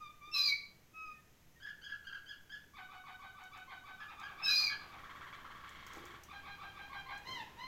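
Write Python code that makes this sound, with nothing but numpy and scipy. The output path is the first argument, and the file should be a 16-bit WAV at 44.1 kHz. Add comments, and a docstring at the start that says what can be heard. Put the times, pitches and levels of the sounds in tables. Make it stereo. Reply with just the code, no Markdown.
"""Soft canary peeps and a loud two-voiced whistle ring in a small, hard-walled room.
One bird chips; another rolls, speeds into a trill, slows and ends in arched notes. Each note is a
gliding harmonic tone from the syrinx; in the two whistles both its sides sound and intermodulate.
Claws tick on cage wire, a tray rings as a bird lands, and soft swells of noise rustle.
Room air, a swelling rumble and a low hum lie underneath."""
import sys
import numpy as np
from scipy import signal
from scipy.fft import rfft, irfft
from scipy.io import wavfile
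from scipy.ndimage import uniform_filter1d

SR = 44100
rng = np.random.default_rng(int(sys.argv[2]) if len(sys.argv) > 2 else 0)


def store_wav(level_fs):
    """Save 16-bit WAV to argv[1]."""
    pcm = np.round(np.clip(np.atleast_2d(level_fs), -1, 1) * 32767)
    wavfile.write(sys.argv[1], SR, pcm.T.astype(np.int16))


N = 338247

SLIP_PITCH, SLIP_DB, SLIP_LENGTH = .008, 1.5, .08  # spread between repeats: fraction, dB, fraction
# rolling bird's throat response: freq_hz, gain_db
THROAT = [(600, -5), (800, -0.5), (1150, 1), (1600, 5), (2000, 1.5), (2400, 3), (3300, -0.5), (4000, -2),
          (4800, -14.5), (7000, -4.5)]


def whistles(jitter=0.0057, second_jitter=0.011, hiss_db=-17):
    """Both sides of the syrinx sound at once and modulate each other; turbulent air adds hiss."""
    # first side, per whistle: time_s, pitch_hz, level_db, overtones_db
    first_side = [
        [(.313, 2670, -60.5, 14.5), (.343, 2664, -42, 9.5), (.37, 2510, -39.5, 5.5), (.40, 2445, -41, 3),
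         (.445, 2418, -49, 19.5), (.475, 2363, -42, 11), (.5, 2250, -37, 1), (.528, 2253, -31, -17)],
        [(4.42, 2560, -51, 2), (4.445, 2648, -38, 7.5), (4.47, 2536, -41, 11.5), (4.5, 2465, -34.5, 0.5),
         (4.55, 2436, -36.5, 8), (4.61, 2450, -38.5, 7.5), (4.655, 2391, -47.5, 14), (4.68, 2290, -37, 1.5),
         (4.695, 2210, -46, -4)],
    ]
    # second side, per whistle: time_s, pitch_hz, level_db
    second_side = [
        [(.335, 3990, -41), (.352, 4070, -33.5), (.405, 4045, -29.5), (.428, 4146, -46), (.45, 4473, -37),
         (.475, 4150, -35.5), (.498, 3966, -31)],
        [(4.437, 3780, -43.5), (4.47, 3865, -43), (4.5, 4047, -30.5), (4.54, 4062, -34), (4.58, 4206, -32.5),
         (4.605, 4353, -39.5), (4.675, 4040, -42)],
    ]
    # timbre of each side: level_db per harmonic
    first_tone = [0.5, -5.5, -32.5, -36, -32.5, -36]
    second_tone = [0, -33.5, -26.5]
    # combination tones: first_multiple, second_multiple; level_db of each
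    orders = [(-1, 1), (3, -1), (4, -1), (-1, 2), (1, 1), (-2, 3), (1, 2), (4, 1), (1, 3)]
    orders_db = [-27.5, -55, -24, -16.5, -22, -35, -38.5, -35, -29]
    # air through the beak: freq_hz, level_db
    beak_air = [(1000, -19), (3000, -6.5), (4500, 4.5), (6000, -20), (8000, -40), (10500, -11),
                (12200, -21), (13600, -19), (14700, -6), (16000, -48)]
    out = np.zeros(N)
    for first, second in zip(first_side, second_side):
        t = np.arange(first[0][0], first[-1][0], 1 / SR)
        hz_a, db_a, over_db = glide(t, first)
        hz_b, db_b = glide(t, second)
        phase_a, phase_b = cycles(hz_a, jitter), cycles(hz_b, second_jitter)
        gain_a = amp(db_a) * fade(t, t[0], t[-1], attack_s=.005, release_s=0.002)
        gain_b = amp(db_b) * fade(t, second[0][0], second[-1][0], attack_s=0.0061, release_s=0.0023)
        voices = gain_a * harmonics(phase_a, hz_a, first_tone, over_db)
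        voices += gain_b * harmonics(phase_b, hz_b, second_tone, 0)
        combined = sum(amp(db) * np.sin(m * phase_a + n * phase_b)
                       for (m, n), db in zip(orders, orders_db))
        hiss = amp(hiss_db) * noise(len(t), beak_air)
        add(out, t[0], voices + np.sqrt(2 * gain_a * gain_b) * (combined + hiss))
    return out


def roller(low_delay_s=.012, low_rest_s=0.0887, low_attack_s=0.0059, low_bow_hz=-8.5, low_over_db=2.5):
    """Down-slurs each land on a low note, held as long as the pace allows; arches close the song."""
    # rolls: first_s, last_s, period_s, level_db, crescendo_db, pitch_hz, overtones_db, low_hz, low_db
    rolls = [(2.77, 3.872, 0.15, -51.5, 1.5, 1226, -3, 754.8, -64.5),
             (4.004, 4.927, 0.1, -51, 1.5, 1263, -3.5, 766, -71),
             (6.314, 6.777, 0.16, -50, 2, 1277, -1.5, 808.7, -61.5),
             (6.931, 7.095, 0.15, -48, .5, 1169, -2.5, 809.6, -56.5)]
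    # down-slur: offset_s, pitch_ratio, level_db
    slur = [(-.034, .91, -6), (-.024, .92, 1), (-.012, .96, -4), (-.004, 1.06, -3.5), (.001, .93, 5),
            (.007, .72, -8), (.022, .59, -1.5)]
    # arched notes: start_s, length_s, first_hz, last_hz, bow_hz, level_db, overtones_db
    arches = [(7.24, 0.18, 861.3, 817, 205.5, -49, 2.5), (7.565, .23, 831, 829, 209.4, -49, -2)]
    # timbres: level_db per harmonic
    slur_tone = [0.5, -3, -9.5, -9]
    low_tone = [5.5, 4, -1, -1, -1, -3.5, -11]
    arch_tone = [2, 0.5, -2, -5.5, -20, -20.5, -36]
    slurs, lows = [], []
    for first_s, last_s, period_s, db, crescendo_db, hz, over_db, low_hz, low_db in rolls:
        hold_s = max(period_s - low_rest_s, low_attack_s)
        for s, level_db, pitch_hz in beats(first_s, last_s, period_s, db, crescendo_db, hz, slack=0.058):
            ends_hz = low_hz * (1 + SLIP_PITCH * rng.standard_normal(2))
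            slurs.append((s, level_db, pitch_hz, over_db))
            lows.append((s + low_delay_s, hold_s, *ends_hz, low_bow_hz, low_db, low_over_db))
    return (syllables(slurs, slur, slur_tone, jitter=0.016, bite_db=5.5, bite_s=0.018, throat=THROAT)
            + long_notes(lows, low_tone, low_attack_s, release_s=0.003, jitter=0.014, throat=THROAT)
            + long_notes(arches, arch_tone, attack_s=0.036, release_s=.012, jitter=0.011,
                         skew=.68, sag_db=5))


def trill():
    """The rolling bird's fastest song: short upward flicks with sharp starts."""
    # runs: first_s, last_s, period_s, level_db, crescendo_db, overtones_db
    runs = [(4.978, 5.504, .0584, -47, -0.7, -2.5), (5.551, 5.639, .044, -48, .5, -3),
            (5.673, 6.059, .0385, -52, 1, 1.5), (6.101, 6.1416, .045, -50.5, -1, -1)]
    # flick: offset_s, pitch_ratio, level_db
    flick = [(-.001, 1.0, 0.5), (.001, 1.04, 2), (.006, 1.095, -1.5), (.009, 1.6, 2.5), (0.01, 1.95, -15),
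             (.021, 1.75, -5.5), (.026, 1.45, -7)]
    # timbre: level_db per harmonic
    tone = [-0.5, -7, -7.5, -13.5]
    flicks = [(*beat, over_db) for *run, over_db in runs for beat in beats(*run, hz=1048, slack=.004)]
    return syllables(flicks, flick, tone, jitter=0.036, bite_db=9, bite_s=0.0015, throat=THROAT)


def chipper():
    """A second bird's short arched chips, and rounder chups that turn raspy as they drop."""
    # calls: accent_s, level_db, pitch_hz, overtones_db
    chips = [(1.635, -51.5, 1730, -1.5), (1.851, -51.5, 1700, 0.5), (2.076, -50.5, 1645, 1),
             (2.295, -51.5, 1699, 2), (2.527, -50, 1745, 1.5)]
    chups = [(1.677, -45.5, 1769, -4.5), (1.910, -43.5, 1698, -5), (2.138, -43.5, 1673, -3.5),
             (4.016, -48, 1754, -0.5), (4.246, -44, 1695, -1.5), (4.476, -41, 1671, -3),
             (4.712, -43.5, 1720, -0.5)]
    # call shapes: offset_s, pitch_ratio, level_db
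    chip = [(-.035, .88, -1.5), (-.018, .92, -8), (-.003, 0.98, 10.5), (.008, 0.93, -0.5), (0.016, .88, -1),
            (.027, 0.786, -9.5)]
    chup = [(-.014, .94, 4), (-.008, .98, 6), (.002, 1.01, 0), (.010, .94, 5.5), (0.018, .81, -10),
            (.026, 0.788, -13)]
    # timbre: level_db per harmonic
    tone = [0, -4.5, -13.5, -23]
    return (syllables(chips, chip, tone, jitter=0.01, bite_db=-5.0, bite_s=0.014)
            + syllables(chups, chup, tone, jitter=0.0082, bite_db=-19, bite_s=0.0095))


def peeper():
    """Soft, nearly level contact calls: reedy peeps, purer pipes."""
    # calls: start_s, length_s, first_hz, last_hz, bow_hz, level_db, overtones_db
    peeps = [(0, 0.083, 1237, 1180, -1.5, -52, -1), (.205, 0.14, 1162, 1200, 24, -56, 1),
             (.345, 0.11, 1156, 1155, 3, -47, -5)]
    pipes = [(.93, 0.2, 1275, 1219, 25.2, -52.5, 8), (1.13, 0.082, 1885, 1750, 7.3, -65.5, -9.5),
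             (1.548, 0.044, 1840, 1850, 18, -59.5, -5)]
    # timbres: level_db per harmonic
    peep_tone = [3.5, 0, -4.5, -17, -22, -34]
    pipe_tone = [1.5, -4.5, -27.5, -26, -34]
    return (long_notes(peeps, peep_tone, attack_s=0.017, release_s=0.014, jitter=0.0085, skew=1.46)
            + long_notes(pipes, pipe_tone, attack_s=0.04, release_s=.035, jitter=0.0058, skew=0.996))


def claw_ticks(t60_s=.03, faint_count=6, faint_db=-63):
    """Claws snap against the wire; faint ticks fall at random."""
    # sharp ticks: start_s, level_db
    sharp = [(3.4364, -54), (3.5745, -53.5), (4.1979, -51), (5.692, -49), (5.8664, -46), (5.9337, -47),
             (6.0537, -45.5), (6.235, -44), (7.1767, -51.5)]
    # wire spectrum: freq_hz, level_db
    wire = [(300, -36), (2500, -22), (4500, 4), (6500, 16), (8000, 9), (10000, 3), (13000, 5), (16000, 12)]
    out, t = np.zeros(N), np.arange(2048) / SR
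    faint = [(s, faint_db) for s in rng.uniform(0, N / SR, faint_count)]
    for s, db in sharp + faint:
        add(out, s, amp(db - 60 * t / t60_s) * noise(len(t), wire))
    return out


def tray_bumps(rise_s=0.0007):
    """A landing bird sets the cage tray ringing."""
    # bumps: start_s, level_db
    bumps = [(.275, -65.5), (5.943, -60), (5.97, -51.5), (6.04, -55), (6.14, -59)]
    # tray modes: freq_hz, level_db, t60_s
    modes = [(355.2, -2, 0.34), (334, -7, 1), (416, 3, 0.1), (465, -5, 0.11), (810, 1, 0.11)]
    out, t = np.zeros(N), np.arange(SR // 2) / SR
    ring = sum(amp(db - 60 * t / t60_s) * np.sin(2 * np.pi * hz * t) for hz, db, t60_s in modes)
    ring *= 1 - np.exp(-t / rise_s)
    for s, db in bumps:
        add(out, s, amp(db) * ring)
    return out


def rustle(rise_db_per_s=208, fall_db_per_s=123, flutter_db=3):
    """Soft, low rustling swells of noise: one with the bumps, two under the closing arched notes."""
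    # swells: peak_s, hold_s, level_db
    swells = [(5.94, .03, -57), (7.295, .11, -57), (7.62, .04, -65)]
    # noise colour: freq_hz, level_db
    rustle_spectrum = [(100, 5.5), (500, 2.5), (1500, -2), (4000, -8), (8000, -14.5), (16000, -21)]
    envelope, t = np.zeros(N), np.arange(N) / SR
    for s, hold_s, db in swells:
        before_s, after_s = np.maximum(s - t, 0), np.maximum(t - s - hold_s, 0)
        envelope += amp(db - rise_db_per_s * before_s - fall_db_per_s * after_s)
    return envelope * amp(flutter_db * waver(N, 60)) * noise(N, rustle_spectrum)


def background(air_db=-63, pan_db=2):
    """Steady room air and a low rumble that swells."""
    # noise spectra: freq_hz, density_db
    air_spectrum = [(15, 3), (30, -17.5), (110, -7.5), (270, -15), (500, -19.5), (1300, -26), (2000, -22.5),
                    (4500, -30.5), (6500, -26.5), (9500, -34.5), (12000, -29.5), (16000, -33)]
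    rumble_spectrum = [(30, -5), (65, -11), (110, -4), (250, -10), (500, -13), (900, -10.5), (3000, -16),
                       (8000, -35.5)]
    # rumble swell: time_s, level_db
    swell = [(0, -74), (3.3, -76.5), (4.6, -57.5), (5.8, -60.5), (7.67, -59)]
    air, rumble = (unit(coloured(diffuse(rng.standard_normal((2, N + 1753))), spectrum))[:, :N]
                   for spectrum in (air_spectrum, rumble_spectrum))
    swell_db = np.interp(np.arange(N) / SR, *np.transpose(swell))
    return (amp(air_db) * air + amp(swell_db) * rumble) * amp([[pan_db / 2], [-pan_db / 2]])


def hum(pitch_hz=68.8):
    """A wavering low tone that swells and sinks."""
    # swell: time_s, level_db
    swell = [(0, -76), (5.1, -74), (5.8, -67), (7.67, -71)]
    level_db = np.interp(np.arange(N) / SR, *np.transpose(swell))
    return amp(level_db) * np.sqrt(2) * np.sin(cycles(np.full(N, pitch_hz), jitter=0.049, jitter_hz=2))


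def room(x, direct_db, wet_db, pan_db, lead_samples, early_db=5):
    """Direct sound, left ear first; a few strong wall echoes; a dense tail that dies band by band."""
    # room decay: freq_hz, t60_s
    decay = [(200, 0.98), (800, 0.58), (2400, 0.4), (4500, 0.4), (8000, 0.39), (15000, 0.25)]
    count = SR * 3 // 4
    taps = rng.standard_normal((2, count)) * (rng.random((2, count)) < 3000 / SR)  # 3000 echoes/s
    for side in taps:
        side[rng.integers(SR // 300, SR // 30, size=8)] += 2 * amp(early_db) * rng.choice([-1, 1], 8)
    hz, t, bands = signal.stft(diffuse(taps), SR, nperseg=256)
    envelope = amp(-60 * t / read(decay, hz)[:, None]) * np.clip(t / 0.0026, 0, 1)
    tail = signal.istft(bands * envelope, SR, nperseg=256)[1]
    response = amp(wet_db) * tail / np.linalg.norm(tail, axis=1, keepdims=True)
    response[0, 0] += amp(direct_db)
    response[1, lead_samples] += amp(direct_db)
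    return signal.fftconvolve(x[None], response, axes=1)[:, :N] * amp([[pan_db / 2], [-pan_db / 2]])


def diffuse(x):
    """Makes two unrelated signals alike in the bass, as at two close microphones."""
    # left-right likeness: freq_hz, coherence
    coherence = [(20, 1), (100, 0.56), (300, 0.57), (700, 0.077), (2000, 0.055), (16000, 0.029)]
    a, b = rfft(x)
    alike = np.clip(read(coherence, np.fft.rfftfreq(x.shape[1], 1 / SR)), -1, 1)
    return irfft(np.array([a, alike * a + np.sqrt(1 - alike ** 2) * b]), x.shape[1])


def beats(first_s, last_s, period_s, db, crescendo_db, hz, slack, pitch_scatter=.018):
    """(accent_s, level_db, pitch_hz) per syllable of a run that slows by +/- slack (fraction)."""
    u = np.linspace(0, 1, round((last_s - first_s) / period_s) + 1)
    off_db, detune = (rng.standard_normal((len(u), 2)) * [SLIP_DB, pitch_scatter]).T
    accents_s = first_s + (last_s - first_s) * (u - slack * u * (1 - u))
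    return zip(accents_s, db + crescendo_db * (u - .5) + off_db, hz * (1 + detune))


def syllables(events, shape, tone, jitter, bite_db, bite_s, throat=None):
    """One shape, varied at each event; bite_db shifts the overtones around the accent."""
    out = np.zeros(N)
    for s, db, pitch_hz, over_db in events:
        stretch = 1 + SLIP_LENGTH * rng.uniform(-0.979, 1)
        slips = rng.standard_normal((len(shape), 2)) * [SLIP_PITCH, SLIP_DB]
        rows = [(s + offset_s * stretch, pitch_hz * ratio * (1 + detune), db + rel_db + off_db)
                for (offset_s, ratio, rel_db), (detune, off_db) in zip(shape, slips)]
        t = np.arange(rows[0][0], rows[-1][0], 1 / SR)
        hz, level_db = glide(t, rows)
        accent = np.exp(-((t - s) / bite_s) ** 2)
        bright_db = over_db + SLIP_DB * rng.standard_normal() + bite_db * accent
        voice = harmonics(cycles(hz, jitter), hz, tone, bright_db, throat)
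        add(out, t[0], amp(level_db) * fade(t, t[0], t[-1]) * voice)
    return out


def long_notes(events, tone, attack_s, release_s, jitter, skew=1, sag_db=0, throat=None):
    """Held notes: pitch follows a bow (early if skew < 1) as the airflow opens, sags and closes."""
    out = np.zeros(N)
    for s, length_s, first_hz, last_hz, bow_hz, db, over_db in events:
        t = np.arange(0, length_s, 1 / SR)
        u = t / length_s
        hz = first_hz + (last_hz - first_hz) * u + bow_hz * np.sin(np.pi * u ** skew)
        envelope = amp(db - sag_db * (u - .5)) * fade(t, 0, length_s, attack_s, release_s)
        add(out, s, envelope * harmonics(cycles(hz, jitter), hz, tone, over_db, throat))
    return out


def harmonics(phase, hz, tone, over_db, throat=None):
    """Fundamental and overtones, shaped by the throat if given."""
    out = np.zeros(len(phase))
    for k, db in enumerate(tone, 1):
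        throat_db = read(throat, k * hz) if throat else 0
        out += amp(db + over_db * (k > 1) + throat_db) * np.sin(k * phase)
    return np.sqrt(2) * out


def cycles(hz, jitter, jitter_hz=500):
    """Phase of an unsteady oscillation; jitter is a fraction of the pitch."""
    return 2 * np.pi * np.cumsum(hz * (1 + jitter * waver(len(hz), jitter_hz))) / SR


def fade(t, start_s, end_s, attack_s=0.0006, release_s=0.00093):
    """Opens and closes the airflow."""
    return np.clip(np.minimum((t - start_s) / attack_s, (end_s - t) / release_s), 0, 1)


def glide(t, rows):
    """A curve's columns at times t, corners rounded."""
    times_s, *columns = np.transpose(rows)
    return [uniform_filter1d(np.interp(t, times_s, column), size=90) for column in columns]


def waver(count, rate_hz):
    """Random drift of about unit size."""
    knots = np.arange(count) * rate_hz / SR
    return np.interp(knots, np.arange(2048), rng.standard_normal(2048))


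def noise(count, spectrum):
    """Coloured noise, rms 1."""
    return unit(coloured(rng.standard_normal(count), spectrum))


def coloured(x, spectrum):
    """Filters by (freq_hz, gain_db) points."""
    hz = np.fft.rfftfreq(x.shape[-1], 1 / SR)
    return irfft(rfft(x) * amp(read(spectrum, hz)), x.shape[-1])


def read(points, hz):
    """Interpolates on a log-frequency axis."""
    freq_hz, value = np.transpose(points)
    return np.interp(np.log(hz + 1), np.log(freq_hz + 1), value)


def add(mix, start_s, sound):
    """Mixes a sound in."""
    part = mix[max(round(start_s * SR), 0):][:len(sound)]
    part += sound[:len(part)]


def amp(db):
    """Decibels to gain."""
    return 10 ** (np.asarray(db) / 20)


def unit(x):
    """Scales to rms 1."""
    return x / np.sqrt(np.mean(x ** 2) + 1e-20)


def scene():
    """Each bird and cage sounds from its own place in the room."""
    claws = room(claw_ticks(), direct_db=-3, wet_db=-5.5, pan_db=2, lead_samples=1)
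    return (room(roller(), direct_db=-5.5, wet_db=-2.5, pan_db=-0.4, lead_samples=8)
            + room(trill(), direct_db=-5, wet_db=-4.0, pan_db=-.8, lead_samples=7)
            + room(chipper(), direct_db=-6.0, wet_db=-0.2, pan_db=0.6, lead_samples=8)
            + room(peeper(), direct_db=-2, wet_db=-3.5, pan_db=1.3, lead_samples=6)
            + room(whistles(), direct_db=-4.0, wet_db=1, pan_db=0.5, lead_samples=1)
            + room(tray_bumps() + rustle(), direct_db=-1, wet_db=-6.5, pan_db=1.5, lead_samples=7)
            + claws + background() + hum())


def record(dry):
    """Microphone colour, then a 15.9 kHz low-pass."""
    # microphone response: freq_hz, gain_db
    microphone = [(20, -1), (6500, 0.5), (8500, -2), (10000, -2), (12000, 0.5), (16000, -1.5)]
    lowpass = signal.firwin(511, 15900, window=("kaiser", 9), fs=SR)
    return signal.oaconvolve(coloured(dry, microphone), lowpass[None], "same")


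dry = scene()
out = record(dry)
store_wav(out)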